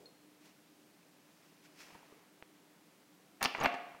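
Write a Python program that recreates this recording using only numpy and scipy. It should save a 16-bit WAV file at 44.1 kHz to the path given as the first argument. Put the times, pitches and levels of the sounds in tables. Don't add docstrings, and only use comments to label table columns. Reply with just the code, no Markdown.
import sys
import numpy as np
from scipy import signal
from scipy.fft import rfft, irfft
from scipy.io import wavfile

SR = 44100
rng = np.random.default_rng(int(sys.argv[2]) if len(sys.argv) > 2 else 0)


def dump_mix(stems):
    frames = np.atleast_2d(stems).T
    limited = np.clip(frames, -1, 1)
    pcm = np.round(limited * 32767).astype(np.int16)
    wavfile.write(sys.argv[1], SR, pcm)


N = 176400
T = np.arange(N) / SR


def from_db(db):
    return 10 ** (np.asarray(db) / 20)


def rms_one(x):
    return x / np.sqrt(np.mean(x ** 2) + 1e-20)


def fader(curve):
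    return from_db(np.interp(T, *np.transpose(curve)))


def at_hz(points, hz):
    f, value = np.transpose(points)
    return np.interp(np.log(np.maximum(hz, 1)), np.log(f), value)


def coloured(x, colour):
    gain = from_db(at_hz(colour, np.fft.rfftfreq(len(x), 1 / SR)))
    return rms_one(irfft(rfft(x) * gain, len(x)))


def noise(colour, size=N):
    return coloured(rng.standard_normal(size), colour)


def decay(t60, size=N):
    return np.exp(-np.log(1000) * T[:size] / t60)


def ring(hz, t60, size=SR // 2):
    return np.sin(2 * np.pi * hz * T[:size]) * decay(t60, size)


def lowpass(x, hz):
    return signal.sosfilt(signal.butter(2, min(hz, SR * .45), fs=SR, output="sos"), x + 1e-18)


def add(out, start_s, sound):
    i = int(start_s * SR)
    out[i:i + len(sound)] += sound[:N - i]


def struck_modes(rows):
    out = np.zeros(N)
    for start_s, db, hz, t60 in rows:
        add(out, start_s, from_db(db) * ring(hz, t60))
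    return out


def friction(colour, slips_per_s, spread_db):
    sizes = from_db(spread_db * np.minimum(rng.exponential(1, N), 4))
    signs = rng.choice([-1, 1], N)
    slipping = rng.random(N) < slips_per_s / SR
    return coloured(sizes * signs * slipping, colour)


def workshop():
    # f/Hz, relative level/dB
    air_colour = [(15, -63), (25, -38), (69, -28), (119, -17), (164, -5), (267, -8.5), (297, -1),
                  (359, -12.5), (389, -5.5), (421, -11), (614, -13.5), (666, -14), (919, -16.5),
                  (3440, -22), (15500, -29)]
    fading_colour = [(150, -21), (330, -4), (480, 1), (700, -7), (1200, -22), (5000, -30), (15000, -40)]
    hum_hz = 299.5
    waver = 1 + .4 * rms_one(lowpass(rng.standard_normal(N), hz=4))
    hum = from_db(-76) * np.sqrt(2) * np.sin(2 * np.pi * hum_hz * T) * waver
    air = from_db(-65.5) * noise(air_colour)
    fading = from_db(-59.5) * decay(t60=.6) * noise(fading_colour)
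    return air + hum + fading


def hall(x):
    # f/Hz, relative level/dB
    tail_colour = [(60, -30), (200, -5.5), (500, 0), (1000, -2), (2000, -1.5), (2900, 3), (4500, 0),
                   (7000, -5.5), (10000, -3), (16000, 0)]
    # f/Hz, t60/s
    reverb_times = [(100, .6), (700, .9), (2500, .8), (5000, .6), (9000, .4), (16000, .25)]
    spectrum = rfft(noise(tail_colour, size=SR))
    hz = np.fft.rfftfreq(SR, 1 / SR)
    centres = np.geomspace(60, 16000, 12)
    tail = np.zeros(SR)
    for centre, share in zip(centres, np.eye(len(centres))):
        band = irfft(spectrum * at_hz(np.c_[centres, share], hz), SR)
        tail += band * decay(at_hz(reverb_times, centre), size=SR)
    build_up = 1 - np.exp(-(T[:SR] / .012) ** 2)
    response = rms_one(tail * build_up) / np.sqrt(SR)
    return from_db(-14) * signal.fftconvolve(x, response)[:N]


def tick():
    body = from_db(-46) * ring(hz=800, t60=.005)
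    edge = ring(hz=2500, t60=.0012) + .4 * decay(t60=.0003, size=SR // 2)
    out = np.zeros(N)
    add(out, start_s=2.4253, sound=body + from_db(-29) * lowpass(edge, hz=3000))
    return out


def glove():
    # t/s, level/dB
    slide_levels = [(.38, -85), (.46, -64), (.54, -79), (1.2, -80), (1.45, -72.5), (1.62, -77),
                    (1.655, -62.5), (1.69, -77), (1.75, -72), (1.805, -55), (1.87, -62.5), (1.95, -69),
                    (2.1, -75.5), (2.3, -87)]
    drag_levels = [(.38, -80), (.47, -68), (.56, -87), (1.3, -79.5), (1.76, -72), (1.87, -63.5),
                   (1.95, -59.5), (1.99, -67), (2.15, -67.5), (2.3, -75.5)]
    # f/Hz, relative level/dB
    slide_colour = [(200, -15), (800, -12), (1600, -0.5), (2600, 1.5), (3600, -5.5), (5500, -1.5),
                    (8000, -10.5), (15000, -18)]
    drag_colour = [(100, -23), (200, -4), (700, 0.5), (930, 2), (1200, -3.5), (2200, -3), (4000, -15.5),
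                   (12000, -25)]
    # t/s, level/dB, f/Hz, t60/s
    taps = [(1.03, -59, 2500, .015), (1.925, -58, 175, .08), (1.951, -47, 930, .04),
            (1.952, -52.5, 200, .06), (2.030, -50.5, 950, .02), (2.125, -50.5, 420, .04),
            (2.126, -52, 1200, .012)]
    slide = fader(slide_levels) * friction(slide_colour, slips_per_s=9000, spread_db=3.0)
    drag = fader(drag_levels) * friction(drag_colour, slips_per_s=1500, spread_db=2.5)
    return slide + drag + struck_modes(taps)


def scrape():
    # t/s, level/dB
    scrape_levels = [(3.39, -90), (3.41, -44), (3.45, -37.5), (3.52, -66), (3.56, -50.5), (3.61, -41),
                     (3.66, -41.5), (3.71, -53.5), (3.75, -49), (3.79, -65), (3.85, -61), (3.96, -61),
                     (4, -80)]
    # f/Hz, relative level/dB
    scrape_colour = [(60, -48), (200, -5), (600, 2.5), (1100, 1.5), (2200, -5), (3500, -14), (6000, -21),
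                     (10000, -37), (16000, -37)]
    return fader(scrape_levels) * friction(scrape_colour, slips_per_s=1200, spread_db=2.5)


def edge_pings():
    # t/s, level/dB, f/Hz, t60/s
    pings = [(.058, -50, 4240, .08), (3.428, -33.5, 9300, .035), (3.428, -33, 14300, .02),
             (3.440, -39, 9350, .04), (3.602, -42, 6650, .035), (3.6337, -45, 9700, .015),
             (3.636, -45.5, 13020, .07), (3.639, -35.5, 5900, .015)]
    return struck_modes(pings)


def steel_ring():
    # f/Hz, relative level/dB, t60/s
    steel_modes = [(699, 2.5, .7), (726, 0.5, .55), (863, -18, .7), (1110, -4.5, .6), (1254, -14, .35),
                   (1472, -19, .5), (1717, -16, .6), (1970, -12, .7), (2229, -15, .4)]
    start_s, ring_db = 3.6585, -38
    return struck_modes([(start_s, ring_db + db, hz, t60) for hz, db, t60 in steel_modes])


def blows(rows, colour, splash_trim_db, splash_t60, snap_cycles):
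    # f/Hz, relative level/dB, t60/s
    casting_modes = [(170, -33, .1), (258, -22, .11), (370, -26.5, .06), (495, -28, .07), (786, -14, .06),
                     (922, -16, .06), (1140, -17, .06), (1290, -22, .05), (1770, -18.5, .06),
                     (2350, -26, .05), (2715, -23, .08)]
    out, size = np.zeros(N), SR // 5
    for start_s, db, snap_hz, bright_hz, splash_db, casting_db in rows:
        snap = ring(snap_hz, snap_cycles / snap_hz, size)
        splash = lowpass(noise(colour, size) * decay(splash_t60, size), bright_hz)
        casting = np.zeros(size)
        for hz, mode_db, t60 in casting_modes:
            strength = from_db(mode_db + rng.normal(0, 2)) * rng.choice([-1, 1])
            casting += strength * ring(hz, t60, size)
        blow = snap + from_db(splash_trim_db + splash_db) * splash + from_db(casting_db) * casting
        add(out, start_s, from_db(db) * blow)
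    return out


def break_free():
    # t/s, level/dB, snap f/Hz, splash cutoff f/Hz, relative splash/dB, relative casting/dB
    cracks = [(3.4115, -31, 1700, 2500, -4, -8), (3.4168, -28.5, 1600, 2500, -4, 1),
              (3.4198, -38, 950, 1800, -6, 4), (3.4279, -19.5, 6300, 14000, 0.5, 1.5),
              (3.4399, -27.5, 7400, 14000, 6.5, -1), (3.4493, -18.5, 4900, 5500, -2, -0.5),
              (3.4517, -24, 4800, 5000, -4, -4), (3.4572, -14.5, 2800, 4500, -2, -6.5)]
    # f/Hz, relative level/dB
    crack_colour = [(40, -16), (120, -25), (250, -8), (500, -1), (1000, 4), (2800, 3.5), (3600, -0.5),
                    (6200, 1), (8000, -16), (9300, -8), (11500, -32), (14500, -1), (16000, -17)]
    return blows(cracks, crack_colour, splash_trim_db=-7.5, splash_t60=.028, snap_cycles=14)


def clank_home():
    # t/s, level/dB, snap f/Hz, splash cutoff f/Hz, relative splash/dB, relative casting/dB
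    knocks = [(3.549, -32.5, 1100, 2500, 13, 1), (3.585, -34, 700, 2500, -12, 1),
              (3.591, -38, 1600, 2500, 2, -14), (3.603, -36.5, 600, 2000, -9, 7),
              (3.6118, -18.5, 1100, 6000, -5, -4.5), (3.6185, -26, 850, 1500, -3, -15),
              (3.6254, -19, 1300, 2000, -9, -6), (3.6306, -28, 1000, 1800, 8, -16),
              (3.6377, -21.5, 850, 5000, -1.5, -7), (3.645, -23, 1700, 3500, 4, 6),
              (3.6505, -18.5, 950, 2500, 2.5, -4), (3.6583, -14.5, 2000, 3500, 3.5, -2.5),
              (3.661, -21.5, 720, 2200, 1.5, 5), (3.665, -20, 750, 2200, -5, -10),
              (3.742, -34.5, 1100, 6000, 2, 6.5), (3.948, -46, 1300, 3500, -9, 2)]
    # f/Hz, relative level/dB
    knock_colour = [(40, -17), (110, -18), (240, 1.5), (450, -6), (800, 6), (1400, -3), (2300, 3.5),
                    (3200, -5.5), (6000, -15), (10000, -25), (16000, -20)]
    return blows(knocks, knock_colour, splash_trim_db=-8, splash_t60=.03, snap_cycles=6)


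def scene():
    near = break_free() + clank_home() + edge_pings() + scrape() + glove()
    return (near + hall(near) + steel_ring() + tick() + workshop())[None]


def record(dry):
    cutoff_hz = 15900
    return signal.sosfilt(signal.ellip(12, .1, 80, cutoff_hz, fs=SR, output="sos"), dry)


dry = scene()
out = record(dry)
dump_mix(out)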